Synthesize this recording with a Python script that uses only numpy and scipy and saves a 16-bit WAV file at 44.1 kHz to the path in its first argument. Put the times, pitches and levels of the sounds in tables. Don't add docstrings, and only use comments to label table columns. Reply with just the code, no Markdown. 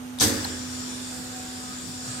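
import sys
import numpy as np
from scipy import signal
from scipy.fft import rfft, irfft
from scipy.io import wavfile

SR = 44100
rng = np.random.default_rng(int(sys.argv[2]) if len(sys.argv) > 2 else 0)


def unload_audio(sound):
    columns = np.transpose(np.atleast_2d(sound))
    steps = np.round(np.clip(columns, -1, 1) * 32767)
    wavfile.write(sys.argv[1], SR, steps.astype(np.int16))


N = 97020

# time in seconds, level in dB, left minus right in dB.
HUM = [(0, -38, -4), (.8, -37, -4), (1.07, -38.5, -4), (1.15, -40, -2.5), (1.4, -40, -.5), (1.9, -41, -1),
       (2.2, -39.5, -1)]
# time in seconds, levels of the 2nd, 3rd, 4th and 5th harmonic in dB before wavering.
OVERTONES = [(0, -67, -58.5, -67, -67), (.8, -63, -63, -61, -55), (1.07, -68, -62, -64, -62),
             (1.15, -55, -52, -68, -62), (1.4, -53.5, -50, -90, -60), (1.55, -65, -52.5, -62, -61),
             (1.72, -76, -52.5, -59, -49), (1.8, -81, -69, -77, -52), (1.95, -70, -53, -70, -63),
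             (2.05, -61, -56.5, -64, -52.5), (2.2, -69, -50, -59, -47)]
# time in seconds, level in dB.
WHINE = [(0, -58), (1.1, -57.5), (1.4, -64), (2.2, -72)]
HUM_HZ, WHINE_HZ, OVERTONE_WAVER_DB = 250.4, 850.6, 2
HUM_LEAD_S = 0.00024

# pitch in Hz, likeness (1 same, 0 unrelated, below 0 opposed).
LIKENESS = [(60, 1), (130, 0.96), (290, 0.7), (640, 0.13), (1410, -0.12), (3100, 0.076), (6820, 0.15),
            (15000, 0.1)]

# pitch in Hz, relative left and right strength in dB per Hz.
HALL_COLOUR = [(25, -34, -15), (50, -18, -10), (103, -5, -3.5), (185, -11.5, -16), (404, -14, -14.5),
               (696, -18, -16), (1480, -28, -15), (2030, -25, -20.5), (3400, -25, -22.5), (4760, -26, -32),
               (6500, -21.5, -26.5), (7700, -28, -31), (8850, -31, -21), (9900, -31, -32),
               (14700, -32.5, -33), (15400, -65, -60)]
HALL_DB = -43
# time in seconds, level in dB before its slow swelling.
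RUMBLE = [(.5, -53.5), (.9, -55.5), (1.2, -54), (1.4, -54), (1.6, -58.5), (1.9, -44.5), (2.1, -50.5),
          (2.2, -48)]
# pitch in Hz, relative left and right strength in dB per Hz.
RUMBLE_COLOUR = [(25, -14, 12), (49, -1, 1), (100, 0, -13), (169, 3, 15), (312, 10, 5.5), (496, -43, -16),
                 (1010, -6.5, -18), (2000, -19, -40)]
# pitch in Hz, width in Hz, relative strength in dB per Hz.
RUMBLE_PEAKS = [(94, 12, -13), (135, 9.6, 11), (164, 10, -8)]
RUMBLE_SWELL_DB = 4.5

# time in seconds, level in dB before graininess, extra dB for its lows, extra dB for its highs.
BURST = [(.1865, -40, -6, -3), (.1975, -38, -6, -6), (.199, -25.5, -12, -10), (.206, -22, -9, -5),
         (.209, -19, 0, 0), (.22, -17.2, 0, 3), (.245, -20, 1, 2), (.26, -22.5, 0, 1), (.28, -26, 0, 0),
         (.31, -30, 1, 0), (.35, -33.5, 2, -2), (.42, -38, 2, -4), (.5, -44, 3, -4)]
# pitch in Hz, relative left and right strength in dB per Hz.
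BURST_COLOUR = [(496, -16, -7), (1030, -22, -6), (1670, -23, -14), (3050, -12.5, -13), (3570, -4.5, -6),
                (4250, -9, -5), (4970, -0.5, -6), (5600, -7, -10), (6150, 1.5, -15), (7100, -14, -5),
                (7800, 1, -19), (8360, -15, 0.5), (9300, -12, -11), (10700, -12.5, -11), (12300, -13, -15),
                (13800, -14, -14), (14500, -25, -30), (15300, -16, -24), (15800, -40, -40)]
# pitch in Hz, width in Hz, relative strength in dB per Hz.
BURST_WHISTLES = [(6040, 270, -8.5), (4720, 100, -7), (11300, 160, -22)]
BURST_PATCHY_DB, BURST_GRAIN_DB, BURST_FADE_S = .8, 1.2, 0.037

# start in seconds, peak level in dB, pitch of the first
# ring in Hz, time in seconds before the noise dies away, pitch of the second ring in Hz (higher or lower),
# its level in dB against the first ring.
CLICKS = [(.1866, -22, 3900, .002, 10000, -6), (.4453, -17.5, 4400, .004, 12400, -11),
          (.449, -22, 900, .005, 1800, 0), (.1986, -19, 6000, .004, 4000, -3),
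          (.2082, -13, 6000, .003, 3900, -2), (.2122, -14, 6200, .001, 8500, -2),
          (.2192, -10, 4300, .002, 6000, -2), (.2385, -12, 6000, .002, 8300, -5),
          (.251, -16, 6100, .002, 4600, -5), (2.07, -34, 123, .03, 280, -18)]
CLICK_CYCLES = 11
CLICK_TAIL_S, CLICK_TAP = .0025, 4

# start in seconds, strength in dB.
BLOWS = [(.208, -20), (0.451, -39)]
# pitch in Hz, dB against the blow before chance, seconds to fall by 60 dB
# when left undamped, swelling time in seconds.
CABINET = [(70, -13, 0.62, .01), (89.1, -15, 2.45, 0.018), (104.9, -7.5, 0.79, 0.012),
           (169.7, -19, 0.77, 0.063), (187, -16, 0.94, 0.064), (214, -3, .5, .08), (228, -3, .5, .08),
           (298.5, 2, .65, .025), (452, -10, .7, .04), (549, -12, .6, .03), (357, -12, 0.92, 0.015),
           (695.6, -17.5, 0.68, 0.03), (761, -17.5, 0.46, 0.0047), (872, -21, 0.94, 0.057),
           (1070, -26.5, 0.9, 0.013), (1464, -13, 0.19, 0.0033), (1747, -9.5, 0.25, 0.0066)]
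CABINET_PAN_DB, PANEL_CHANCE_DB, PANEL_FLUTTER_DB = -3.5, 1, 2
DAMPED_S, DAMPED_DB, DAMPED_ABOVE_HZ = .432, -9, 150
# pitch in Hz, relative left and right strength in dB per Hz.
RATTLE_COLOUR = [(40, -30, -1), (101, -2, -16), (230, -3.5, 4.5), (413, -17, -2.5), (537, 2.5, -5.5),
                 (810, -26, -25), (1710, -5, -4.5), (3150, -24, -28)]
RATTLE_DB, RATTLE_SWELL_S, RATTLE_T60_S = -24.5, .012, 1

# time in seconds, level in dB before flicker, top against body in dB,
# low part against body in dB, left minus right of the middle in dB, left minus right of the highs in dB.
SPRAY = [(0.5, -36, -35, -7, 2.2, -0.5), (0.56, -37, -27, -7, 3.2, -3), (0.608, -36, -25, -10, 3, 1),
         (0.712, -37.5, -19, -9.5, 2.8, 1.5), (1.11, -36, -17, -13, 0.54, -1.5),
         (1.328, -38, -18, -11.5, 1.9, -3), (1.796, -38.5, -19, -10.5, 2, 1.5),
         (1.886, -37.5, -23, -15.5, 6.5, -2), (1.996, -37, -26, -14.5, 2.7, -4),
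         (2.086, -34.5, -22, -11, 2.1, -3), (2.2, -37, -24, -11, 2.0, -4)]
# pitch in Hz, relative left and right strength in dB per Hz.
SPRAY_COLOUR = [(357, -12.5, -4), (935, -19, -12.5), (1604, -10.5, -1), (2140, -11.5, -11.5),
                (3170, -11, -9.5), (4300, -10.5, -9), (4970, -7, -8), (5490, -0.5, -10), (6250, -11, -14),
                (6610, -7, -9), (7000, 3, -11.5), (7340, -4, -4), (8300, -8.5, -4.5), (8000, -18.5, -5),
                (9400, -15, -8), (9800, -23, -13), (10300, -23, -16), (10400, -28, -16),
                (15000, -28, -21.5), (15300, -60, -38), (15600, -70, -60)]
# pitch in Hz, width in Hz, relative strength in dB per Hz.
SPRAY_WHISTLES = [(2490, 150, -11), (3500, 140, -4), (4680, 220, -4)]
SPRAY_PATCHY_DB, SPRAY_FLICKER_HZ = 1.9, 3.5
SPRAY_TOP_DB, SPRAY_LOW_DB = -17.5, -9

MIC_LOW_HZ, CUTOFF_HZ = 48.6, 15800


def from_db(db):
    return 10 ** (np.asarray(db) / 20)


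def rms_one(x):
    return x / np.sqrt(np.mean(x ** 2) + 1e-20)


def in_time(rows):
    seconds, *columns = np.transpose(rows)
    return [np.interp(np.arange(N) / SR, seconds, column) for column in columns]


def at_hz(points, hz):
    pitches, values = np.transpose(points)
    return np.interp(np.log(hz), np.log(pitches), values)


def panned(db):
    return from_db(np.multiply.outer([.5, -.5], db))


def drift(rate):
    step = 40
    r = np.exp(-2 * np.pi * rate * step / SR)
    white = rng.standard_normal(N // step + 2002)
    slow = signal.lfilter([1], [1, -2 * r, r * r], white)[2000:]
    return np.interp(np.arange(N) / step, np.arange(len(slow)), rms_one(slow))


def ring(push, hz, t60):
    r, w = from_db(-60 / (t60 * SR)), 2 * np.pi * hz / SR
    return signal.lfilter([0, np.sin(w)], [1, -2 * r * np.cos(w), r * r], push + 1e-18)


def noise(colour, peaks=()):
    hz = np.maximum(np.fft.rfftfreq(N, 1 / SR), 1)
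    mid, side = rfft(rng.standard_normal((2, N)))
    alike = np.clip(at_hz(LIKENESS, hz), -1, 1)
    pitches, *sides = np.transpose(colour)
    levels = [np.interp(np.log(hz), np.log(pitches), db) for db in sides]
    power = from_db(levels) ** 2 * (hz > 20)
    for peak_hz, width, db in peaks:
        power = power + from_db(db) ** 2 / (1 + (2 * (hz - peak_hz) / width) ** 2) ** 2
    pair = np.sqrt(1 + alike) * mid + np.sqrt(1 - alike) * side * [[1], [-1]]
    both = np.sqrt(power) * pair
    return both / np.sqrt(np.mean(irfft(both, N) ** 2)), hz


def patchy(both, hz, patchy_db, rate, count):
    steps = np.arange(10 * count, 14 * count + 1)
    place = np.clip(count * np.log2(hz), steps[0], steps[-1])
    bands = []
    for step in steps:
        weight = np.maximum(1 - abs(place - step), 0)
        bands.append(from_db(patchy_db * drift(rate)) * irfft(both * weight, N))
    return 2 ** (steps / count), bands


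def hum():
    db, pan = in_time(HUM)
    t = np.arange(N) / SR + [[HUM_LEAD_S], [0]]
    tone = from_db(db) * np.sin(2 * np.pi * HUM_HZ * t)
    for harmonic, level in enumerate(in_time(OVERTONES), start=2):
        gain = from_db(level + OVERTONE_WAVER_DB * drift(5.7))
        tone = tone + gain * np.sin(2 * np.pi * harmonic * HUM_HZ * t)
    whine = from_db(in_time(WHINE)[0]) * np.sin(2 * np.pi * WHINE_HZ * t)
    return np.sqrt(2) * (tone * panned(pan) + whine)


def hall():
    far = from_db(HALL_DB) * irfft(noise(HALL_COLOUR)[0], N)
    gain = from_db(in_time(RUMBLE)[0] + RUMBLE_SWELL_DB * drift(7.4))
    rumble = gain * irfft(noise(RUMBLE_COLOUR, RUMBLE_PEAKS)[0], N)
    fade_in = np.clip((np.arange(N) / SR - BLOWS[0][0]) / 0.035, 0, 1)
    return far + rumble * fade_in


def burst():
    t = np.arange(N) / SR
    db, low_db, high_db = in_time(BURST)
    gate = (t > BURST[0][0]) * np.exp(-np.maximum(t - BURST[-1][0], 0) / BURST_FADE_S)
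    both, hz = noise(BURST_COLOUR, BURST_WHISTLES)
    centres, bands = patchy(both, hz, BURST_PATCHY_DB, rate=130.0, count=2)
    air = 0
    for centre, band in zip(centres, bands):
        air = air + band * from_db(low_db * (centre < 3300) + high_db * (centre > 9000))
    return air * gate * from_db(db + BURST_GRAIN_DB * drift(160))


def clicks():
    t, out, white = np.arange(N) / SR, 0, rng.standard_normal((2, N))
    for start, db, hz, length, second_hz, second_db in CLICKS:
        alike = np.clip(at_hz(LIKENESS, hz), 0, 1)
        fade = (t >= start) * np.exp(-np.maximum(t - start - length, 0) / CLICK_TAIL_S)
        puff = (alike * white[0] + (1 - alike) * white) * fade
        puff[:, int(start * SR) + 1] = CLICK_TAP
        t60 = CLICK_CYCLES / hz
        first = rms_one(ring(ring(puff, hz, t60), hz, t60))
        second = rms_one(ring(puff, second_hz, 2 * CLICK_CYCLES / second_hz))
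        sound = first + from_db(second_db) * second
        out = out + from_db(db) * sound / np.abs(sound).max()
    return out


def cabinet():
    chance = rng.standard_normal((len(BLOWS), len(CABINET)))
    out, t = np.zeros(N), np.arange(SR) / SR
    for (start, strength), luck in zip(BLOWS, chance):
        i = int(start * SR)
        for (hz, level, t60, swell), own in zip(CABINET, luck):
            db = strength + level + PANEL_CHANCE_DB * own
            db = db + PANEL_FLUTTER_DB * drift(11)[:SR] - 60 * t / t60
            shape = (1 - np.exp(-t / swell)) * from_db(db)
            if hz > DAMPED_ABOVE_HZ and start < DAMPED_S:
                shape = shape * from_db(DAMPED_DB * np.clip((t + start - DAMPED_S) / .02, 0, 1))
            out[i:i + SR] -= (shape * np.sin(2 * np.pi * hz * t))[:N - i]
    after = np.arange(N) / SR - BLOWS[0][0]
    fade = from_db(RATTLE_DB - 60 * np.maximum(after, 0) / RATTLE_T60_S)
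    rattle = irfft(noise(RATTLE_COLOUR)[0], N) * np.clip(after / RATTLE_SWELL_S, 0, 1) * fade
    return out * panned([CABINET_PAN_DB]) + rattle


def spray():
    db, top_db, low_db, pan_middle, pan_high = in_time(SPRAY)
    both, hz = noise(SPRAY_COLOUR, SPRAY_WHISTLES)
    centres, bands = patchy(both, hz, SPRAY_PATCHY_DB, SPRAY_FLICKER_HZ, count=6)
    out = 0
    for centre, band in zip(centres, bands):
        pan = pan_high if centre > 6200 else pan_middle * (centre > 2500)
        top = (top_db - SPRAY_TOP_DB) * (centre > 10000)
        low = (low_db - SPRAY_LOW_DB) * (centre < 3300)
        out = out + band * panned(pan - pan.mean()) * from_db(top + low)
    fade_in = np.clip((np.arange(N) / SR - BLOWS[0][0]) / 0.011, 0, 1)
    return out * from_db(db) * fade_in


def scene():
    return hum() + hall() + burst() + clicks() + cabinet() + spray()


def record(dry):
    bass_cut = signal.butter(2, MIC_LOW_HZ, "high", fs=SR, output="sos")
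    top_cut = signal.ellip(10, .5, 70, CUTOFF_HZ, fs=SR, output="sos")
    return signal.sosfilt(top_cut, signal.sosfilt(bass_cut, dry))


dry = scene()
out = record(dry)
unload_audio(out)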